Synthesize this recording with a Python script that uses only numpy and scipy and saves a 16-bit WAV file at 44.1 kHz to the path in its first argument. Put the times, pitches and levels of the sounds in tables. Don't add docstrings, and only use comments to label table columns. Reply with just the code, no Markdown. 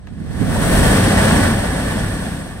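import sys
import numpy as np
from scipy.fft import rfft, irfft
from scipy.io import wavfile
from scipy.ndimage import uniform_filter1d

SR = 44100
rng = np.random.default_rng(int(sys.argv[2]) if len(sys.argv) > 2 else 0)


def master_out(mix):
    frames = np.transpose(np.atleast_2d(mix))
    ceiling = np.clip(frames, -1, 1)
    pcm = np.round(ceiling * 32767).astype(np.int16)
    wavfile.write(sys.argv[1], SR, pcm)


N = 114660
TIME_S = np.arange(N) / SR
FREQ_HZ = np.maximum(np.arange(N // 2 + 1) * SR / N, 1)

# t/s, level/dB
FLOW_LEVEL = [(0, -58.5), (0.17, -53.5), (0.28, -47.5), (0.4, -38.5), (0.52, -32.5), (0.66, -27),
              (0.78, -24), (0.87, -22.5), (0.97, -22.4), (1.1, -24), (1.25, -22.5), (1.38, -23.5),
              (1.52, -27), (1.68, -30.5), (1.97, -31), (2.2, -34.5), (2.38, -37.0), (2.48, -40.5),
              (2.6, -44)]
# t/s, level/dB
ROAR_LEVEL = [(0, -52.5), (0.15, -50.5), (0.28, -42), (0.38, -34.5), (0.48, -27.5), (0.6, -24),
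              (0.7, -19.5), (0.8, -19), (0.9, -17), (1.08, -19.5), (1.22, -17), (1.36, -18), (1.5, -21),
              (1.65, -24), (1.95, -26), (2.25, -31), (2.42, -34), (2.6, -39)]
# t/s, gain/dB
MIST_GAIN = [(0, -10), (.35, -1.5), (.68, 3), (1.1, -1.2), (2.6, -0.4)]
# f/Hz, left/dB, right/dB
AIR_SPECTRUM = [(350, -51, -45.5), (445, -46.5, -52), (794, -53, -48.5), (990, -54.5, -58),
                (1280, -58, -58.5), (1990, -55.5, -57.5), (2560, -61, -61), (3120, -60.5, -63),
                (5030, -66, -66.5), (6450, -69.5, -69.5), (7450, -65, -81), (7870, -63, -82),
                (9400, -62.5, -93), (11370, -70, -75), (13800, -71, -84.5), (15700, -80, -75)]
# f/Hz, width/Hz, left lift/dB, right lift/dB
SLOT_MODES = [(608, 152, 4.5, 3), (923, 100, 3, 2.5), (1139, 173, 5, 4), (1462, 152, 3.3, 6),
              (1738, 270, -1, 10.5), (1988, 100, 0, 3), (2365, 89, -3.3, 4), (2830, 76, -0.5, 3),
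              (3200, 110, 1, 5.5), (3490, 170, 1, 5.5), (3810, 170, -2.8, 4.5), (4380, 240, 1.2, 1),
              (5770, 920, -1.5, 4), (8427, 1060, 7, 4), (9820, 1200, 2.5, -7)]
# t/s, lift factor
SLOT_DEPTH = [(.7, 0.98), (1.6, 1.25)]
# t/s, level/dB
BOOM_LEVEL = [(0, -48), (.1, -38), (.22, -30), (.32, -31), (.42, -24), (.55, -20), (.68, -17), (.8, -14.5),
              (1.0, -12.5), (1.15, -15.5), (1.36, -13.5), (1.52, -16), (1.63, -21.5), (1.85, -22),
              (1.95, -20.5), (2.2, -24), (2.38, -24.5), (2.48, -33), (2.6, -31.5)]
# f/Hz, level/dB
BOOM_SPECTRUM = [(50, -53), (72, -6.5), (96, 4), (128, -5.5), (168, -2), (208, -0.5), (250, -5), (295, -7),
                 (340, -18.5), (480, -25.5), (1200, -86)]
# t/s, level/dB, f/Hz, right minus left/dB
THUMPS = [(.206, -22, 184, 16), (.361, -18, 150, 9), (.407, -14, 161, 18), (.411, -11, 257, 17),
          (.414, -18, 397, 16), (.49, -14, 148, 18), (.557, -18.5, 546, 13), (.56, -20, 948, 11),
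          (2.032, -12, 115, 0)]
# t/s, level/dB
TICKS = [(.042, -54.5), (.071, -36), (0.085, -43), (.136, -48)]
# f/Hz, level/dB
TICK_SPECTRUM = [(200, -7), (750, 6), (2500, -2), (6000, -16), (14000, -32)]
# t/s, level/dB
RUMBLE_LEVEL = [(0, -41), (.15, -42), (.35, -37), (.62, -25), (.83, -14), (1.0, -26), (1.22, -21),
                (1.45, -26), (1.7, -26), (2.1, -26.5), (2.5, -38), (2.6, -34)]
# f/Hz, level/dB
RUMBLE_SPECTRUM = [(12, -4), (25, 6), (42, 14.5), (60, 19), (80, 0.5), (140, -61), (600, -90)]
# t/s, left/dB, right/dB
BUFFET_LEVEL = [(0, -48, -35.5), (.45, -29, -17), (.8, -27, -24), (1.5, -37, -41), (2.6, -40, -35.5)]
# f/Hz, level/dB
BUFFET_SPECTRUM = [(15, -24), (40, -3.5), (90, 1), (180, 0), (300, -12), (700, -29), (3000, -87)]
# f/Hz, coherence, left lead/rad
STEREO_IMAGE = [(40, 1, -0.5), (226, 1, 0.27), (430, .7, 0.68), (604, 1, -1.94), (795, 0.81, 0.85),
                (890, 0.7, 1.35), (1080, 0.96, 0.84), (1610, 0.6, 0.13), (2080, 0.76, 2), (2420, 0.9, 2),
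                (2750, 0.3, 2), (2900, 0.28, 2.5), (3790, 0.36, 3), (4030, 0.2, 4), (4660, 0.16, 5),
                (5140, 1, 3.5), (5860, 0, 10.5), (6950, 0.2, 9)]


def from_db(db):
    return 10 ** (np.asarray(db) / 20)


def unit_rms(x):
    return x / np.sqrt(np.mean(x ** 2) + 1e-20)


def in_time(rows):
    return np.interp(TIME_S, *np.transpose(rows))


def in_hz(rows):
    hz, *columns = np.transpose(rows)
    return np.array([np.interp(np.log(FREQ_HZ), np.log(hz), c) for c in columns])


def highpass(hz, order=6):
    return 1 / np.sqrt(1 + (hz / FREQ_HZ) ** (2 * order))


def drift(rate_hz):
    return unit_rms(irfft(rfft(rng.standard_normal(N)) / (1 + (FREQ_HZ / rate_hz) ** 2), N))


def stereo(pair, gain):
    coherence, lead_rad = in_hz(STEREO_IMAGE)
    coherence = np.clip(coherence, 0, .99)
    sign = np.array([[1], [-1]])
    mid, side = rfft(pair)
    both = np.sqrt(1 + coherence) * mid + sign * np.sqrt(1 - coherence) * side
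    return unit_rms(irfft(both * gain * np.exp(.5j * sign * lead_rad), N))


def turbulence(gain, even_s):
    noise = stereo(rng.standard_normal((2, N)), gain)
    power = uniform_filter1d(np.mean(noise ** 2, axis=0), int(even_s * SR))
    return noise / np.sqrt(power + 1e-9)


def jet(roar_low_hz=298, hiss_low_hz=2120, mist_low_hz=9200, air_trim_db=0.5,
        roar_flutter_db=0.9, hiss_flutter_db=0.61, sputter_db=0.1):
    flutter = drift(rate_hz=20)
    flow_db = in_time(FLOW_LEVEL)
    hiss_band = highpass(hiss_low_hz)
    roar_band = highpass(roar_low_hz) * np.sqrt(1 - hiss_band ** 2)
    roar = slot_air(roar_band, even_s=0.079)
    waver_db = roar_flutter_db * flutter + sputter_db * drift(rate_hz=90)
    roar *= from_db(in_time(ROAR_LEVEL) + air_trim_db + waver_db)
    hiss = slot_air(hiss_band, even_s=0.028) * from_db(air_trim_db) + droplets(flow_db, hiss_band)
    mist = irfft(rfft(hiss) * highpass(mist_low_hz), N)
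    hiss = hiss - mist + mist * from_db(in_time(MIST_GAIN))
    return roar + hiss * from_db(flow_db + hiss_flutter_db * flutter)


def slot_air(band, even_s):
    (flooded_s, flooded_depth), (drained_s, drained_depth) = SLOT_DEPTH
    flooded = turbulence(slot_colour(flooded_depth) * band, even_s)
    drained = turbulence(slot_colour(drained_depth) * band, even_s)
    blend = np.interp(TIME_S, [flooded_s, drained_s], [0, 1])
    return np.sqrt(1 - blend) * flooded + np.sqrt(blend) * drained


def slot_colour(depth):
    db = in_hz(AIR_SPECTRUM)
    for hz, width_hz, left_db, right_db in SLOT_MODES:
        bell = .5 ** ((2 * (FREQ_HZ - hz) / width_hz) ** 2)
        db += depth * np.array([[left_db], [right_db]]) * bell
    return from_db(db)


def droplets(flow_db, band, peak_per_s=2500, spread_db=2.5, gain_db=-11.0):
    rate_per_s = peak_per_s * from_db((flow_db - flow_db.max()) / 2)
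    hits = rng.random((2, N)) < rate_per_s / SR
    sizes = from_db(spread_db * np.minimum(rng.exponential(1, (2, N)), 4))
    signs = rng.choice([-1, 1], (2, N))
    return stereo(hits * sizes * signs, slot_colour(depth=0.94) * band) * from_db(gain_db)


def cave_boom(throb_db=1.0):
    boom = turbulence(from_db(in_hz(BOOM_SPECTRUM)), even_s=0.048)
    return boom * from_db(in_time(BOOM_LEVEL) + throb_db * drift(rate_hz=52))


def air_thumps(attack_s=0.0032, decay_s=0.012, rise_per_s=1.9, wobble_rad=0.62):
    out = np.zeros((2, N))
    for start_s, db, hz, pan_db in THUMPS:
        age_s = np.maximum(TIME_S - start_s, 0)
        envelope = (1 - np.exp(-age_s / attack_s)) * np.exp(-age_s / decay_s)
        phase_rad = 2 * np.pi * hz * age_s * (1 + rise_per_s * age_s / 2)
        ring = np.sin(phase_rad + wobble_rad * drift(hz / 6))
        out += from_db([[db - pan_db / 2], [db + pan_db / 2]]) * envelope * ring
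    return out


def grit_ticks(decay_s=0.0053):
    envelope = sum(from_db(db) * (TIME_S > start_s) * np.exp(-np.abs(TIME_S - start_s) / decay_s)
                   for start_s, db in TICKS)
    return envelope * stereo(rng.standard_normal((2, N)), from_db(in_hz(TICK_SPECTRUM)))


def wind_and_surf():
    times_s, *ears_db = np.transpose(BUFFET_LEVEL)
    noise = rng.standard_normal((2, N))
    buffet = unit_rms(irfft(rfft(noise) * from_db(in_hz(BUFFET_SPECTRUM)), N))
    buffet *= from_db([np.interp(TIME_S, times_s, db) for db in ears_db])
    rumble = turbulence(from_db(in_hz(RUMBLE_SPECTRUM)), even_s=0.156)
    return rumble * from_db(in_time(RUMBLE_LEVEL)) + buffet


def scene():
    return jet() + cave_boom() + air_thumps() + grit_ticks() + wind_and_surf()


def record(dry, ceiling=1.8, cutoff_hz=15800):
    rounded = ceiling * np.tanh(dry / ceiling)
    passband = rfft(rounded, 2 * N)[:, :int(2 * N * cutoff_hz / SR)]
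    return irfft(passband, 2 * N)[:, :N]


dry = scene()
out = record(dry)
master_out(out)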